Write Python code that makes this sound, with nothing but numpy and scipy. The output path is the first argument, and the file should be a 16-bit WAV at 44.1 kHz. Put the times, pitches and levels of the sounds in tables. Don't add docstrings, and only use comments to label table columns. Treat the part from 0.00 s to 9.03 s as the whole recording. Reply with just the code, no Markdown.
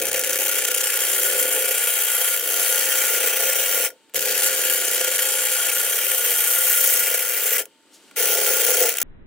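import sys
import numpy as np
from scipy import signal
from scipy.fft import rfft, irfft, next_fast_len
from scipy.io import wavfile
from scipy.ndimage import uniform_filter1d, map_coordinates

SR = 44100
rng = np.random.default_rng(int(sys.argv[2]) if len(sys.argv) > 2 else 0)


def master(y):
    cut = np.clip(np.atleast_2d(y).T, -1, 1)
    pcm = np.round(cut * 32767)
    wavfile.write(sys.argv[1], SR, pcm.astype(np.int16))


N = 398223
TIME = np.arange(N) / SR
HZ = np.fft.rfftfreq(8192, 1 / SR)
HISS_DB, HISS_PER_PUSH = -27, 0.9

# start t/s, lift-off t/s, first and last place on the rest (0 rim, 1 centre),
# extra swing at entry/dB, extra shudder at entry/dB, rasp offset/dB, scrape level at entry/dB
PASSES = [(-0.01, 3.865, 0.1, 0.93, 2.4, 11.5, 0, -39), (4.141, 7.604, 0.14, 0.96, 0.6, 11, -0.4, -31.5),
          (8.157, 9.03, 0.8, 0.9, 0.8, -3, -1, -33)]
# t/s, peak level/dB, treble boost/dB
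CATCHES = [(0.016, -9, 7), (0.0687, -9.5, 12), (0.114, -15, 13), (0.1301, -9, 15), (0.1615, -9, 13),
           (0.1935, -4.5, 14), (0.2369, -6, 9), (0.331, -3.5, 12), (0.388, -9, 11), (0.743, -9, 11),
           (0.9895, -8, 3), (1.427, -6, 11), (1.507, -9, 2), (3.204, -6, 14), (3.903, -25, 3),
           (4.096, -41, 0), (4.138, -24, 5), (4.1447, -11, 8), (4.158, -13, 0), (4.193, -11, 9),
           (4.2057, -11, 11), (4.4205, -8, 2), (4.698, -2.5, 14), (5.182, -5, 13), (5.1905, -6, 3),
           (7.1927, -5.5, 13), (7.5065, -7, 13), (7.5817, -9, 13), (7.655, -22, 15), (8.112, -35, -12),
           (8.372, -6, 8), (8.769, -6, 15), (8.97, -9, 11), (8.9845, -9, 7), (9.016, -4, 16)]


def amp(db):
    return 10 ** (np.asarray(db) / 20)


def unit_rms(x):
    return x / np.sqrt(np.mean(x ** 2) + 1e-20)


def spectrum(points):
    hz, db = np.transpose(points)
    return np.interp(np.log(HZ + 1), np.log(hz), db)


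def curve(rows, column=1, outside=None):
    rows = np.asarray(rows)
    return np.interp(TIME, rows[:, 0], rows[:, column], outside, outside)


def band(lo_hz, hi_hz, order=8):
    return -10 * np.log10((1 + (lo_hz / (HZ + 1)) ** (2 * order)) * (1 + (HZ / hi_hz) ** (2 * order)))


def peaks(rows):
    return sum(db / (1 + (2 * (HZ - hz) / width) ** 2) for hz, width, db in rows)


def colour(x, db):
    log_gain = np.log(amp(np.maximum(db, db.max() - 90)))
    mirrored = np.concatenate([log_gain, log_gain[-2:0:-1]])
    taps = irfft(np.exp(np.conj(signal.hilbert(mirrored)))[:len(HZ)])
    return signal.oaconvolve(x, taps[:len(HZ)])[:N]


def zero_phase(x, db, size=2 ** 19):
    gain = amp(np.interp(np.fft.rfftfreq(size, 1 / SR), HZ, db))
    return irfft(rfft(x, size) * gain)[:N]


def resonator(x, hz, width_hz):
    return colour(x, -20 * np.log10(np.hypot(1, 2 * (HZ - hz) / width_hz)))


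def gliding_resonator(x, hz, width_hz):
    carrier = np.exp(2j * np.pi * np.cumsum(hz) / SR)
    pole = np.exp(-2 * np.pi * width_hz / SR)
    envelope = signal.lfilter([(1 - pole) ** 2], [1, -2 * pole, pole ** 2], x * carrier.conj() + 1e-18)
    return 2 * (carrier * envelope).real / np.sqrt(np.pi * width_hz / SR)


def workshop(x, t60_s):
    t = np.arange(SR // 2) / SR
    tails = rng.standard_normal((2, len(t))) * amp(-60 * t / t60_s) * (t > .008)
    tails /= np.linalg.norm(tails, axis=1, keepdims=True)
    return signal.oaconvolve(colour(x, band(150, 8000, order=1))[None], tails, axes=1)[:, :N]


def lathe():
    whir_shape = [(35, -39), (60, -33), (98, -18.5), (149, -14.5), (300, 3), (500, -5.5), (700, -10),
                  (1050, -12.5), (1450, -10), (1910, -11), (2840, -11), (4700, -14), (5300, -20),
                  (7200, -17), (8000, -12), (10700, -25), (15500, -30)]
    whir_level = [(7.82, -60), (7.92, -56.5), (8.15, -53)]  # t/s, level/dB
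    idle_rings = [(1430, 45, 7.1), (2885, 39.7, 11), (3140, 27, 14)]
    motor_tones = [(899.0, -71)]  # f/Hz, rms level/dB
    whir = unit_rms(colour(rng.standard_normal(N), spectrum(whir_shape) + peaks(idle_rings)))
    whine = sum(amp(db) * np.sqrt(2) * np.sin(2 * np.pi * (hz * TIME + rng.random()))
                for hz, db in motor_tones)
    return amp(curve(whir_level)) * whir + whine


def swish():
    swish_level = [(7.9, -77), (7.945, -48), (7.99, -60), (8.1, -62)]  # t/s, level/dB
    friction = unit_rms(colour(rng.standard_normal(N), band(3800, 8450, order=3)))
    return amp(curve(swish_level, outside=-150)) * friction


def spindle():
    speed = [(0.05, 32.4), (0.55, 31.67), (0.88, 31.73), (1.2, 30.11), (1.42, 30.12), (1.95, 30.9),
             (2.2, 30.4), (2.45, 31.61), (2.9, 30.81), (3.65, 31.15), (4.15, 32.82), (4.5, 30.62),
             (4.85, 29.92), (5.25, 30.52), (5.65, 30.2), (6.25, 30.68), (6.75, 30.8), (7.25, 32.06),
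             (7.55, 32.2), (8.1, 32.97), (8.5, 31.8), (9.0, 30.94)]
    return np.cumsum(curve(speed)) / SR


def by_pass(values):
    out = np.zeros(N)
    for (start, *_), value in zip(PASSES, values):
        out = np.where(TIME >= start, value, out)
    return out


def handling(attack_s=0.011, lift_db_per_s=620, seat_s=0.73, scrape_db_per_s=7):
    push = [
        [(0.07, -29, -5.5), (0.205, -25.5, -4.5), (0.225, -33, -8), (0.25, -27, -5.5), (0.4, -24, -2.5),
         (0.58, -22.5, -2.5), (0.6, -25, -6), (1.28, -21, -0.5), (1.36, -23.5, -3.5), (1.42, -19, -1),
         (1.45, -23.5, -2.5), (2.34, -21, -0.5), (2.4, -26.5, -1), (2.61, -20.5, -3), (3.85, -22, -3)],
        [(4.19, -26, -3), (4.48, -20.5, -3.5), (4.51, -24.5, -5), (4.77, -20.5, -1), (4.79, -25, -5),
         (4.94, -23, -4.5), (5.65, -22, -2), (5.99, -23, -1), (6.88, -17.5, -1.5), (7.29, -25, -1.5),
         (7.54, -21, -1), (7.58, -23, -2)],
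        [(8.165, -25.5, -2.5), (8.212, -22, -2.5), (8.756, -21, -4), (8.904, -22, -5), (8.944, -37.5, -8),
         (8.988, -28, -7), (8.998, -39, -9), (9.02, -23, -1)],
    ]
    drum = [
        [(0.07, -32.5), (0.98, -39), (1.37, -31.5), (1.71, -32.5), (1.73, -38.5), (2.27, -41.5), (2.6, -36),
         (2.9, -36), (3.4, -32), (3.72, -36), (3.78, -31.5), (3.85, -35)],
        [(4.19, -33), (4.25, -34), (4.89, -36), (5.07, -32), (5.15, -39), (5.35, -35.5), (5.5, -40),
         (6.3, -37.5), (6.45, -41), (7.07, -37.5), (7.14, -33.5), (7.18, -42.5), (7.58, -36.5)],
        [(8.165, -43), (8.19, -35), (8.214, -31), (8.526, -30), (8.54, -33.5), (8.856, -25), (9.0, -50.5)],
    ]
    usual_push_db, usual_dust_db = -22, -3
    start, lift, first, last, swing_db, shudder_db, rasp_db, scrape_db = map(by_pass, zip(*PASSES))
    age = TIME - start
    unseated = np.exp(-age / seat_s)
    push_db = by_pass(curve(rows) for rows in push) - usual_push_db
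    light_cut_db = 0.28 * np.maximum(-push_db, 0)
    return dict(contact=np.clip(age / attack_s, 0, 1) * amp(-lift_db_per_s * np.maximum(TIME - lift, 0)),
                push_db=push_db,
                dust_db=by_pass(curve(rows, column=2) for rows in push) - usual_dust_db,
                drum_db=by_pass(curve(rows) for rows in drum) - 0.6,
                rasp_db=rasp_db,
                scrape_db=scrape_db - scrape_db_per_s * age,
                place=first + (last - first) * np.minimum(age / (lift - start), 1),
                swing_db=1.78 + swing_db * unseated + light_cut_db,
                entry_db=shudder_db * unseated)


def cut_gain(hand, db, per_push, per_dust=0, max_push_db=np.inf):
    push_db = np.minimum(hand["push_db"], max_push_db)
    return hand["contact"] * amp(db + per_push * push_db + per_dust * hand["dust_db"])


def surface(turns, memory, places):
    fresh = rng.standard_normal((400, places))
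    relief, _ = signal.lfilter([np.sqrt(1 - memory ** 2)], [1, -memory], fresh,
                               axis=0, zi=memory * fresh[-1:])
    return unit_rms(map_coordinates(relief.ravel(), [turns * places], order=3, mode="nearest"))


def bouncing(skip_s=0.009, skip_db=-5):
    bounces = [(0.716, 0.08, 29.6, 4), (5.117, 0.11, 27, 3), (7.149, 0.1, 27, 2.5)]
    bounce_db = sum(db * np.exp(-((TIME - s) / half_s) ** 2) * np.cos(2 * np.pi * hz * (TIME - s))
                    for s, half_s, hz, db in bounces)
    skips = np.zeros(N)
    for s, *_ in CATCHES:
        skips[max(round((s - skip_s) * SR), 0):round(s * SR)] = 1
    return bounce_db + skip_db * uniform_filter1d(skips, size=90)


def bite(hand, turns):
    hollow = np.exp(4 * (np.cos(2 * np.pi * (turns - .28)) - 1))
    grain = .25 - 1.3 * hollow + .22 * np.cos(4 * np.pi * turns + 1)
    relief = .65 * surface(turns, memory=.55, places=9) + .55 * surface(turns, memory=.5, places=24)
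    tremble_db = 1.1 * surface(turns / 2, memory=0, places=1)
    depth_db = hand["swing_db"] * (grain + relief) + tremble_db
    yield_db = .45 * np.logaddexp(0, depth_db - 3)
    return depth_db - yield_db + bouncing()


def pulsing(depth_db):
    gain = amp(depth_db)
    return gain / np.sqrt(uniform_filter1d(gain ** 2, size=4200))


def snaps(per_s, spread_db):
    size = amp(spread_db * np.minimum(rng.exponential(1, N), 4))
    return unit_rms(size * rng.choice([-1., 1.], N) * (rng.random(N) < per_s / SR))


def body():
    broad_shape = [(30, -36), (180, -34), (300, -16), (440, -7), (620, -15.5), (1010, -18.5), (1130, -10.5),
                   (1300, -13.5), (1600, -5), (3150, -5), (3500, -10), (5100, -14.5), (6200, -7),
                   (15500, -10)]
    modes = [(483, 56, 2.5), (520.2, 67, 12), (692, 58, 11), (840, 70, 14.5), (1416, 108, 14),
             (1655, 70, 2.5), (1772, 55, 6), (1907, 70, 4.5), (2030, 45, 5), (2195, 60, 3), (2320, 75, 6),
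             (2590, 65, 4.5), (2800, 69, 5.5), (3192, 130, 5.5)]
    dips = [(770, 55, -5), (1280, 70, -2), (1570, 46, -3), (1830, 38, -8.5), (2110, 50, -2.5),
            (2646, 55, -5), (3430, 80, -3), (4070, 490, -4.5), (5180, 160, -4), (10150, 450, -3)]
    return spectrum(broad_shape) + peaks(modes) + peaks(dips)


def catches(decay_s=0.0024):
    out = np.zeros(N)
    t = np.arange(SR // 20) / SR
    for s, db, treble_db in CATCHES:
        burst = rng.standard_normal(len(t)) * np.exp(-t / decay_s)
        crunch = colour(burst, body() + treble_db * HZ ** 2 / (HZ ** 2 + 4000 ** 2))
        part = out[round(s * SR):][:len(crunch)]
        part += amp(db) * (crunch / abs(crunch).max())[:len(part)]
    return out


def steel_ringing(hand, depth_db):
    modes = [(1438, 22, -12, -12.8, -9, 1.8, 0.5, -45), (1660, 40, -27, -18, -19, 5.5, 0.22, 90),
             (2009, 39, -22, -20, -18, 6.5, 1, 40), (2170, 70, -18, -29, -21, 6, 0.13, -60),
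             (2920, 90, -20.5, -17.5, -30, 5.5, 0.33, -140), (3185, 85, -16, -17.5, -21, 6.5, 0.58, 0),
             (4750, 90, -25, -23, -21, 3, 0.3, 100), (5538, 16, -22, -23, -19, 6, 0.9, 0),
             (6090, 110, -17, -27, -20, 5, 0.9, -150), (6680, 120, -19, -18, -8, 5, 0.2, 120),
             (7430, 170, -7.5, -7.5, -10, 3, 0.33, 250), (8700, 200, -20, -12, -16, 7, 0.7, 0),
             (9443, 75, -7.5, -7.5, -8, 5.5, 0.41, -250), (11080, 300, -5.5, -9.5, -7, 3, 0.68, -200),
             (13980, 170, -25, -13, -22, 6, 0.74, 0), (14150, 220, -12, -10, -10, 9, 0.2, -700),
             (15380, 330, -4.5, -6, -0.5, 4.5, 0.9, -150)]
    force = cut_gain(hand, HISS_DB, HISS_PER_PUSH) * snaps(per_s=8000, spread_db=3.2)
    force *= pulsing(1.5 * depth_db)
    out = np.zeros(N)
    for hz, width_hz, *grip_db, swing_db, freest, glide_hz in modes:
        mode_db = by_pass(grip_db) + swing_db * np.cos(2 * np.pi * (hand["place"] - freest))
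        out += gliding_resonator(force * amp(mode_db), hz + glide_hz * (hand["place"] - .5), width_hz)
    return amp(-2) * out


def wander(x, slow_db, quick_db):
    hz, _, frames = signal.stft(x, SR, nperseg=512, noverlap=384)
    slow, quick = rng.standard_normal((2,) + frames.shape)
    for _ in range(2):
        slow = uniform_filter1d(uniform_filter1d(slow, size=3, axis=0), size=170, axis=1)
        quick = uniform_filter1d(uniform_filter1d(quick, size=7, axis=0), size=9, axis=1)
    field_db = (slow_db * unit_rms(slow) + quick_db * unit_rms(quick)) * (hz / (hz + 1200))[:, None]
    return unit_rms(signal.istft(frames * amp(field_db), SR, nperseg=512, noverlap=384)[1][:N])


def crowded_modes(ripple_db):
    ripple = uniform_filter1d(rng.standard_normal(len(HZ)), size=9)
    return ripple_db * unit_rms(uniform_filter1d(ripple, size=9))


def tearing(hand, depth_db):
    coarse = snaps(per_s=6000, spread_db=2.4) * pulsing(0.9 * depth_db)
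    fine = snaps(per_s=14000, spread_db=3) * pulsing(0.97 * depth_db) + 0.33 * coarse
    coarse = wander(coarse, slow_db=1.3, quick_db=1.6)
    fine = wander(fine, slow_db=1.5, quick_db=2)
    treble_db = body() + crowded_modes(ripple_db=1.3)
    chips = snaps(per_s=2500, spread_db=2.2) * pulsing(0.9 * depth_db)
    rasp = unit_rms(colour(coarse, body() + band(535, 4260, order=6)))
    hiss = unit_rms(colour(fine, treble_db + band(3880, 12600) + peaks([(6400, 1500, -1.5)])))
    fizz = unit_rms(colour(fine * pulsing(0.41 * depth_db), treble_db + band(11150, 15100, order=16)))
    scrape = unit_rms(colour(chips, treble_db + band(3700, 6100, order=6)))
    return (rasp * cut_gain(hand, -29 + hand["rasp_db"], per_push=0.83, per_dust=-0.52, max_push_db=0.5)
            + hiss * cut_gain(hand, HISS_DB, HISS_PER_PUSH, per_dust=-0.76)
            + fizz * cut_gain(hand, -25.6, per_push=0.82, per_dust=0.72)
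            + scrape * cut_gain(hand, hand["scrape_db"], per_push=0.6))


def end_grain(turns):
    return unit_rms(sum(np.cos(2 * np.pi * (k * turns + rng.random())) for k in range(13, 25, 2)))


def heavy_side(turns, swing_db=4.5, scatter_db=1.6):
    drift = .22 * surface(turns / 5, memory=.6, places=1)
    scatter = surface(turns, memory=0, places=1)
    return swing_db * np.cos(2 * np.pi * (turns + drift - .3)) + scatter_db * scatter


def drumming(hand, turns, depth_db):
    knock_body = [(255, 120, 7.5)]
    bumps = surface(turns, memory=.78, places=90) + amp(-4.5) * end_grain(turns)
    bumps *= pulsing(0.7 * depth_db + heavy_side(turns))
    knocks = colour(snaps(per_s=520, spread_db=5) * pulsing(1.1 * depth_db), peaks(knock_body))
    force = colour(unit_rms(bumps), band(300, 5000, order=3)) + 0.8 * knocks
    buzz = colour(force, body() + band(145, 620, order=5))
    buzz /= np.sqrt(uniform_filter1d(buzz ** 2, size=11000) + 1e-12)
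    rest_force = rng.standard_normal(N) * pulsing(0.52 * depth_db)
    shudder = unit_rms(colour(rest_force, band(26, 200, order=2)))
    strength = hand["contact"] ** 0.47 * amp(hand["drum_db"])
    driven = strength * (buzz + amp(-34 + hand["entry_db"]) * shudder)
    unseated_gain = amp(hand["entry_db"]) - 1
    thump = amp(-7.5) * unseated_gain * resonator(driven, hz=257, width_hz=140)
    rim_boom = amp(-4) * (1 - hand["place"]) ** 4 * resonator(driven, hz=455, width_hz=30)
    ring = amp(-6) * resonator(driven, hz=511, width_hz=18)
    clack = amp(-9) * hand["place"] * strength * unit_rms(colour(force, body() + band(690, 920)))
    return driven + thump + rim_boom + ring + clack


def cutting(hand, turns, depth_db):
    wood = drumming(hand, turns, depth_db) + tearing(hand, depth_db)
    return wood + steel_ringing(hand, depth_db) + lathe()


def scene(lead_at_rim=0.67, lead_at_centre=0.08):
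    width = [(60, -5.5), (87, -7), (130, -3), (180, -2.5), (260, -2.5), (380, -19), (550, -31),
             (790, -13.5), (1140, -9.5), (1650, -22), (2380, -6.5), (3440, -3), (4970, 1), (7180, 0),
             (10400, -7.5), (15000, -2)]
    lean = [(60, -1), (99, 1.5), (160, 1), (270, -1), (450, 0.0), (740, -0.5), (1220, 0.5), (2010, 1.5),
            (3330, 2.5), (5500, 0), (9080, 1), (15000, 4.5)]
    hand = handling()
    turns = spindle()
    depth_db = bite(hand, turns)
    mid = cutting(hand, turns, depth_db) + catches() + swish()
    wide_cut = cutting(hand, turns, depth_db)
    lows = zero_phase(mid, band(20, 5900, order=2))
    lead = -signal.hilbert(lows, next_fast_len(N))[:N].imag
    lead_share = lead_at_rim + (lead_at_centre - lead_at_rim) * hand["place"]
    side = zero_phase(lead_share * lead + amp(-2.1) * wide_cut, spectrum(width))
    lean_db = spectrum(lean) / 2
    direct = np.array([colour(mid + side, lean_db), colour(mid - side, -lean_db)])
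    return direct + amp(-22) * workshop(mid, t60_s=0.21)


def record(dry, ceiling=.8, cutoff_hz=15850):
    rounded = dry / (1 + (dry / ceiling) ** 6) ** (1 / 6)
    low_pass = signal.firwin(511, cutoff_hz, window=("kaiser", 8), fs=SR)
    return signal.oaconvolve(rounded, low_pass[None], "same")


dry = scene()
out = record(dry)
master(out)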